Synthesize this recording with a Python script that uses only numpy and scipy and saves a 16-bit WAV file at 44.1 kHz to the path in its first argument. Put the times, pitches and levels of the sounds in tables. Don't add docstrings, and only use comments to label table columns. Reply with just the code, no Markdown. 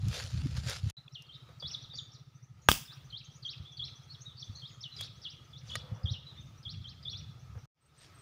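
import sys
import numpy as np
from scipy import signal
from scipy.fft import rfft, irfft, next_fast_len
from scipy.io import wavfile
from scipy.ndimage import uniform_filter1d, map_coordinates

SR = 44100
rng = np.random.default_rng(int(sys.argv[2]) if len(sys.argv) > 2 else 0)


def dump_mix(stems):
    frames = np.atleast_2d(stems).T
    limited = np.clip(frames, -1, 1)
    pcm = np.round(limited * 32767).astype(np.int16)
    wavfile.write(sys.argv[1], SR, pcm)


N = 362413
T = np.arange(N) / SR

LOWERED_S, SCREEN_DB = 5.1, 7
TIP_S = 0.031
TIP = dict(start_hz=5240, turn_hz=6370, to_turn_s=0.0275, attack_s=0.0055, release=1)
# (frequency [Hz], density [dB])
LEAVES = [(180, -41), (300, -20.5), (477, -4), (1090, -10.5), (1290, -5), (2080, -8.5), (2700, -5),
          (4820, -4.5), (7290, -11.5), (7920, -22), (9040, -17), (15600, -35.5)]
# (frequency [Hz], density [dB])
RUMBLE = [(25, -42), (70, -1), (120, 4), (400, -38), (1000, -88)]
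# (start [s], end [s], fade-in [s])
BREAKS = [(0.909, 0.968, 0.00062), (7.657, 7.742, 0.48)]


def amp(db):
    return 10 ** (np.asarray(db) / 20)


def unit(x):
    return x / np.sqrt(np.mean(x ** 2) + 1e-20)


def along(points, hz):
    f, v = np.transpose(points)
    return np.interp(np.log(hz + 1), np.log(f + 1), v)


def curves(rows):
    s, *cols = np.transpose(rows)
    return [np.interp(T, s, c) for c in cols]


def wobble(rate_hz, size=N):
    knots = rng.standard_normal(int(size * rate_hz / SR) + 4)
    return map_coordinates(knots, [np.arange(size) * rate_hz / SR], order=2)


def filtered(x, response):
    n = x.shape[-1]
    m = next_fast_len(n + 8192)
    return irfft(rfft(x, m) * response(np.fft.rfftfreq(m, 1 / SR)), m)[..., :n]


def noise(spectrum, size=N):
    return unit(filtered(rng.standard_normal(size), lambda hz: amp(along(spectrum, hz))))


def drift(shape, frames):
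    bands = uniform_filter1d(rng.standard_normal(shape), size=4, axis=0)
    return unit(uniform_filter1d(bands, size=frames, axis=1))


def patchy(x, depth_db):
    z = signal.stft(x, nperseg=512)[2]
    return unit(signal.istft(z * amp(depth_db * drift(z.shape, frames=8)), nperseg=512)[1][:len(x)])


def add(track, s, sound):
    start = max(round(s * SR), 0)
    track[start:start + len(sound)] += sound[:max(N - start, 0)]


def shot(crack_db, crack_t60_s, hiss_db, hiss_t60_s, echo_db, attack_s):
    # (time [s], level [dB], mode low cut [Hz], decay time factor)
    blows = [(2.687, 1.5, 40.04, 0.83), (2.7156, 2.5, 2745, .55)]
    # (frequency [Hz], level [dB], base t60 [s])
    modes = [(86.5, -16.5, 0.055), (233, -16.5, 0.029), (470, -8.5, 0.0079), (910, -7, 0.012),
             (1222, -13.5, 0.04), (1600, -9, 0.021), (2660, -12.5, 0.014), (2860, -12.5, 0.012),
             (3330, -7, 0.012), (6200, -13.5, 0.0029), (15700, -25, .012)]
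    # (frequency [Hz], density [dB])
    air = [(150, 0), (389, -23), (969, -16), (1250, -11.5), (1510, -25), (2660, -8.5), (3360, -9),
           (4080, -18), (4860, -8), (8380, -15), (9600, -14.5), (13100, -23.5), (14700, -11.5), (15600, -7)]
    out = np.zeros(N)
    t = T[:SR // 2]
    for s, db, low_hz, held in blows:
        ring = np.zeros(len(t))
        for k, (hz, mode_db, t60) in enumerate(modes):
            drive = (-1) ** k / (1 + (low_hz / hz) ** 6)
            ring += drive * amp(mode_db - 60 * t / (held * t60)) * np.sin(2 * np.pi * hz * t)
        crack = amp(crack_db - 60 * t / (held * crack_t60_s)) * noise(air, len(t))
        blow = amp(db) * (ring + crack) * (1 - np.exp(-(t / attack_s) ** 2))
        add(out, s, blow)
        add(out, s, amp(echo_db) * foliage_echo(blow, build_s=0.004))
        add(out, s + 0.2, amp(-38) * foliage_echo(blow, build_s=0.026))
    sputter_db = 1.4 * wobble(500, len(t))
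    hiss_gain = amp(hiss_db + sputter_db - 60 * t / hiss_t60_s) * (1 - np.exp(-t / 0.0027))
    add(out, blows[0][0], hiss_gain * noise(air, len(t)))
    return out


def foliage_echo(x, build_s):
    # (frequency [Hz], t60 [s])
    decay_times = [(300, 0.089), (3300, .68), (12000, 0.53)]
    hz, t, z = signal.stft(rng.standard_normal(SR // 2), SR, nperseg=256)
    patches = amp(3.5 * drift(z.shape, frames=5))
    decay = amp(-60 * t / along(decay_times, hz)[:, None])
    onset = 1 - np.exp(-(t / build_s) ** 2)
    tail = signal.istft(z * patches * decay * onset, SR, nperseg=256)[1]
    return signal.fftconvolve(x, tail / np.linalg.norm(tail))


def note(length_s, start_hz, turn_hz, to_turn_s, attack_s, release, end_hz=None, to_end_s=None):
    t = np.minimum(T[:SR // 6], length_s)
    before = np.maximum(1 - t / to_turn_s, 0)
    after = np.clip((t - to_turn_s) / (to_end_s or max(length_s - to_turn_s, 1 / SR)), 0, 1)
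    hz = turn_hz + (start_hz - turn_hz) * before ** 2.5 + ((end_hz or turn_hz) - turn_hz) * after ** 2.5
    return hz, np.minimum(t / attack_s, 1) ** 2 * np.minimum((1 - t / length_s) / release, 1)


def bird(shape, calls, rough=0.016, throat_db=2, near_db=-4.5, echo_db=-9):
    throat_hz, throat_width_hz = 3480, 330
    clear_db, dulling = -31, 0.28
    out = np.zeros(N)
    t = T[:SR // 12]
    for s, pitch, db, length_s in calls:
        glide_hz, envelope = note(length_s, **shape)
        n = len(glide_hz)
        flutter = rough * ((1 + 2 * (1 - envelope)) * wobble(700, n) + wobble(60, n))
        hz = pitch * glide_hz * (1 + flutter)
        swell_db = throat_db / (1 + ((pitch * glide_hz - throat_hz) / throat_width_hz) ** 2)
        screen_db = np.clip(clear_db - db + SCREEN_DB * (s > LOWERED_S), 0, 10)
        dull_db = dulling * screen_db * np.maximum(glide_hz - shape["turn_hz"], 0) / 1000
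        gain = envelope * amp(db + swell_db - dull_db + 2.5 * wobble(170, n))
        call = gain * np.sin(2 * np.pi * np.cumsum(hz) / SR)
        spill = (hz / 4400) ** 2
        stalks = rng.standard_normal(len(t)) * np.exp(-t / 0.016)
        blur = signal.fftconvolve(call * spill, stalks / np.linalg.norm(stalks))
        add(out, s, call)
        add(out, s, amp(near_db + dulling * screen_db) * blur)
        add(out, s, amp(echo_db) * foliage_echo(call, build_s=0.021))
    return out


def near_birds():
    scoop = dict(start_hz=3800, turn_hz=3230, end_hz=5350, to_turn_s=.02, to_end_s=.046, attack_s=.01, release=.38)
    lead = dict(start_hz=4700, turn_hz=4600, end_hz=3200, to_turn_s=.003, attack_s=.004, release=.4)
    flick = dict(start_hz=4600, turn_hz=2200, to_turn_s=.038, attack_s=.005, release=.7)
    fall = dict(start_hz=5920, turn_hz=2840, to_turn_s=0.048, attack_s=0.011, release=0.6)
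    # (time [s], pitch factor, level [dB])
    scoop_calls = [(1.283, 0.96, -54.5), (1.617, 1.03, -40), (2.871, 1.065, -50), (3.12, 0.96, -44.5),
                   (3.443, 1, -39), (3.789, 1.023, -39), (4.613, 0.98, -46.5), (4.983, 1.017, -42),
                   (5.243, 1.03, -47), (5.525, 1.024, -52), (5.709, 1.03, -44), (6.051, 1.02, -41.5),
                   (6.647, 1.013, -44), (6.836, 0.98, -47), (7.046, 1.036, -41), (7.115, 1.064, -46)]
    # (time [s], pitch factor, level [dB], length [s])
    falls = [(1.135, 1.0, -51, 0.11), (1.721, 1.096, -39, 0.039), (1.824, 1.06, -53, 0.045),
             (1.965, 1.06, -41.5, 0.043), (2.129, 1.31, -53.5, 0.045), (4.133, 0.92, -52, 0.032),
             (4.406, 1.04, -45.5, 0.034), (4.819, 1.02, -44, 0.074), (5.229, 1.056, -48, 0.079),
             (5.675, 1.04, -51, 0.1), (6.119, 1.024, -47, 0.075)]
    # (frequency [Hz], level [dB])
    chip_tones = [(2611, -52), (3450, -45)]
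    scoops = [(s, pitch, db, 0.084) for s, pitch, db in scoop_calls]
    leads = [(s - 0.021, pitch, db - 6 - SCREEN_DB * (s > LOWERED_S), 0.017)
             for s, pitch, db in scoop_calls]
    flicks = [(s + 0.077, pitch, db - 8.5, 0.032) for s, pitch, db in scoop_calls]
    graces = [(s - 0.016, 0.92 * min(pitch, 1), db - 4.5, TIP_S) for s, pitch, db, _ in falls]
    chip_envelope = np.exp(-((T - 1.082) / 0.002) ** 2)
    chip = chip_envelope * sum(amp(db) * np.sin(2 * np.pi * hz * T) for hz, db in chip_tones)
    rasps = bird(lead, leads, rough=0.04) + bird(flick, flicks, rough=0.055)
    return bird(scoop, scoops) + rasps + bird(fall, falls, throat_db=10) + bird(TIP, graces) + chip


def far_birds():
    slur = dict(start_hz=3500, turn_hz=4180, end_hz=3400, to_turn_s=.025, attack_s=.025, release=.55)
    whistle = dict(start_hz=6450, turn_hz=6680, to_turn_s=.06, attack_s=.03, release=.6)
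    pip = dict(start_hz=8400, turn_hz=8200, to_turn_s=0.022, attack_s=0.0041, release=0.66)
    # (time [s], pitch factor, level [dB], length [s])
    slurs = [(0.957, 0.95, -44.5, 0.037), (1.328, 0.93, -47, 0.046), (1.885, 0.9, -51, 0.078),
             (1.924, 1.13, -40.5, 0.042), (3.631, 0.84, -57, 0.2), (4.08, 1.06, -51, 0.071),
             (4.239, 0.89, -50.5, 0.1), (4.356, 1.11, -48.5, 0.049), (4.536, 1.01, -48.5, 0.078),
             (4.899, 0.96, -52.5, 0.18), (6.241, 0.95, -54, 0.11), (6.354, .86, -54.5, .08)]
    # (time [s], level [dB])
    tip_calls = [(3.238, -58.5), (3.341, -56), (3.448, -58.5), (3.711, -63.5), (3.952, -60), (4.204, -53.5),
                 (4.435, -56), (4.548, -56.5), (6.395, -64)]
    whistle_calls = [(1.94, -65), (2.602, -68.5), (4.67, -69.5)]
    tips = [(s, 1, db, TIP_S) for s, db in tip_calls]
    whistles = [(s, 1, db, 0.13) for s, db in whistle_calls]
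    first_s, period_s, pair_s = 7.807, 0.168, 0.04
    pips = [(first_s + k * period_s + lag_s, 1, -61, 0.033) for k in range(3) for lag_s in (0, pair_s)]
    return (bird(slur, slurs, rough=0.018) + bird(TIP, tips) + bird(whistle, whistles)
            + bird(pip, pips, rough=0.0029, near_db=-19, echo_db=-20))


def twitter(db, start_s, end_s, count):
    jitter, pitch, fade = rng.random((count, 3)).T
    times = start_s + (end_s - start_s) * (np.arange(count) + jitter) / count
    calls = np.transpose([times, 0.94 + 0.08 * pitch, db - 6 * fade, np.full(count, TIP_S)])
    return bird(TIP, calls, rough=0.01, near_db=3, echo_db=2)


def rustle(brush_db, grain_db, snap_t60_s):
    # (time [s], level [dB])
    rubbing = [(0.0, -63), (0.07, -56), (0.135, -40.5), (0.215, -42.5), (0.28, -52.5), (0.55, -55.5),
               (0.57, -42.5), (0.62, -57), (0.699, -37.5), (0.765, -44.5), (0.805, -60), (0.9, -53.5)]
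    # (time [s], half length [s], relative level [dB])
    brushes = [(5.017, 0.052, -59), (5.728, 0.078, -61.5), (8.027, 0.059, -62)]
    # (time [s], relative level [dB])
    snaps = [(0.084, -26), (0.697, -20), (.899, -26), (1.222, -38), (5.01, -21)]
    gain = amp(curves(rubbing)[0]) * (T < BREAKS[0][0])
    gain += sum(amp(db + brush_db) * np.exp(-((T - s) / half_s) ** 2) for s, half_s, db in brushes)
    grains = rng.standard_normal(N) * amp(grain_db * wobble(1500) + wobble(160))
    out = gain * patchy(filtered(grains, lambda hz: amp(along(LEAVES, hz))), depth_db=2.2)
    t = T[:SR // 20]
    for s, db in snaps:
        snap = filtered(noise(LEAVES, len(t)), lambda hz: 1 + 4.6 * (hz / 10000) ** 2)
        add(out, s, amp(db - 15 - 60 * t / snap_t60_s) * unit(snap))
    return out


def grip(stock_hz, wander, uneven_db, tone_db, noise_db):
    # (time [s], level [dB])
    surges = [(0.0, -42), (0.076, -24), (0.15, -45), (0.312, -42.5), (0.345, -27), (0.4, -32), (0.63, -38),
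              (0.686, -31), (0.714, -48.5), (0.9, -46.5)]
    hz = stock_hz * np.exp(wander * wobble(69.98))
    tone = np.sin(2 * np.pi * np.cumsum(hz) / SR)
    gain = amp(curves(surges)[0] + uneven_db * wobble(61.6)) * (T < BREAKS[0][0])
    return gain * (amp(tone_db) * tone + amp(noise_db) * noise(RUMBLE))


def handling(bump_hz, bump_t60_s, tap_t60_s, slide_db):
    # (frequency [Hz], density [dB])
    skin = [(250, -12), (440, -9), (510, 5), (590, -7), (1300, -8), (6000, -42)]
    # (time [s], relative level [dB])
    bumps = [(0.831, -35.5), (0.859, -33.5), (1.643, -45), (3.598, -41), (4.49, -45), (5.915, -38),
             (6.039, -33), (6.107, -34), (6.659, -47.5), (7.56, -45)]
    taps = [(1.49, -53.5), (1.625, -49), (1.938, -58), (7.554, -56.5), (7.575, -54)]
    out = amp(slide_db) * np.exp(-((T - 5.94) / 0.24) ** 2) * noise(skin)
    t = T[:SR // 6]
    onset = 1 - np.exp(-(t / 0.0082) ** 2)
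    for s, db in bumps:
        hz = bump_hz * np.exp(0.1 * rng.standard_normal())
        thud = np.sin(2 * np.pi * hz * t) + 0.51 * noise(RUMBLE, len(t))
        add(out, s - 0.003, amp(db + 13.5 - 60 * t / bump_t60_s) * onset * thud)
    for s, db in taps:
        add(out, s, amp(db - 60 * t / tap_t60_s) * noise(skin, len(t)))
    return out


def ringing(modes, t):
    return sum(amp(db - 60 * t / t60) * np.sin(2 * np.pi * hz * t) for hz, db, t60 in modes)


def metal_click(scrape_db, scrape_t60_s):
    # (time [s], level [dB])
    contacts = [(5.7548, -27.5), (5.756, -46), (5.758, -35)]
    # (frequency [Hz], level [dB], t60 [s])
    metal_modes = [(1250, -8, 0.028), (1906, -5, .024), (3520, -9, .012), (6770, -4.5, 0.0092),
                   (9300, -6, 0.0084)]
    out = np.zeros(N)
    t = T[:SR // 10]
    for s, db in contacts:
        scrape = amp(scrape_db - 60 * t / scrape_t60_s) * noise(LEAVES, len(t))
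        add(out, s, amp(db) * (ringing(metal_modes, t) + scrape))
    return out


def knocks():
    # (time [s], level [dB])
    hits = [(0.069, -26.5), (0.455, -17.5), (6.06, -52), (6.134, -49)]
    # (frequency [Hz], level [dB], t60 [s])
    wood_modes = [(127, 5.5, 0.036), (263, -0.5, 0.037)]
    out = np.zeros(N)
    t = T[:SR // 10]
    onset = 1 - np.exp(-(t / 0.005) ** 2)
    for s, db in hits:
        add(out, s, amp(db) * onset * ringing(wood_modes, t))
    return out


def throb(hz, db, width_s):
    # (start [s], rate [Hz])
    pace = [(.99, 13.56), (1.58, 15.71), (2.28, 12.87), (3.29, 14.09), (4.78, 12.5), (5.5, 14.49)]
    starts, rates = np.transpose(pace)
    beats = np.cumsum(rates[np.maximum(np.searchsorted(starts, T) - 1, 0)]) / SR
    beats -= np.interp(starts[0], T, beats)
    t = np.arange(-SR // 25, SR // 25) / SR
    out = np.zeros(N)
    for s in T[1:][np.diff(np.floor(beats)) > 0]:
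        size, detune, phase = rng.standard_normal(3)
        swell = amp(db + 2.4 * size - 7 * (s > BREAKS[1][0])) / np.cosh(t / width_s)
        add(out, s + t[0], swell * np.sin(2 * np.pi * (hz * (1 + 0.027 * detune) * t + phase)))
    return out


def field(air_db, rumble_db):
    # (time [s], relative air level [dB], relative rumble level [dB])
    levels = [(1.35, -76, -83), (1.65, -70, -66), (2.4, -80, -81.5), (3.1, -73.5, -73.5),
              (7.5, -72.5, -61.5), (7.8, -69.5, -72.5)]
    # (frequency [Hz], density [dB])
    air_spectrum = [(150, 9.5), (600, 0.5), (1100, -0.5), (1270, 9), (1450, -2), (2400, -2.5), (3400, -4.5),
                    (5800, -6), (7800, -17), (13000, -22), (15200, -17)]
    air_curve_db, rumble_curve_db = curves(levels)
    air = amp(air_curve_db + air_db + wobble(10)) * patchy(noise(air_spectrum), depth_db=2.2)
    return air + amp(rumble_curve_db + rumble_db + 4.1 * wobble(11)) * noise(RUMBLE)


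def scene():
    mono = shot(crack_db=-10, crack_t60_s=0.013, hiss_db=-22, hiss_t60_s=0.32,
                echo_db=-24, attack_s=0.00026)
    mono += near_birds() + far_birds() + twitter(db=-70, start_s=2.2, end_s=7.6, count=36)
    mono += rustle(brush_db=5.5, grain_db=4, snap_t60_s=0.024)
    mono += grip(stock_hz=91.8, wander=0.251, uneven_db=2.5, tone_db=-1, noise_db=-4)
    mono += handling(bump_hz=93, bump_t60_s=0.11, tap_t60_s=0.084, slide_db=-59)
    mono += metal_click(scrape_db=-1.5, scrape_t60_s=0.017) + knocks()
    mono += throb(hz=130.1, db=-46, width_s=0.006) + field(air_db=9, rumble_db=11)
    return np.array([mono, mono])


def record(dry):
    low_hz, top_hz, ceiling = 42, 15600, 0.95
    for start_s, end_s, fade_s in BREAKS:
        dry = dry * np.where(T < start_s, 1, np.clip((T - end_s) / fade_s, 0, 1))
    dry = signal.sosfilt(signal.butter(2, low_hz, "highpass", fs=SR, output="sos"), dry)
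    clipped = dry / (1 + np.abs(dry / ceiling) ** 6) ** (1 / 6)
    return filtered(clipped, lambda hz: 1 / (1 + (hz / top_hz) ** 200))


dry = scene()
out = record(dry)
dump_mix(out)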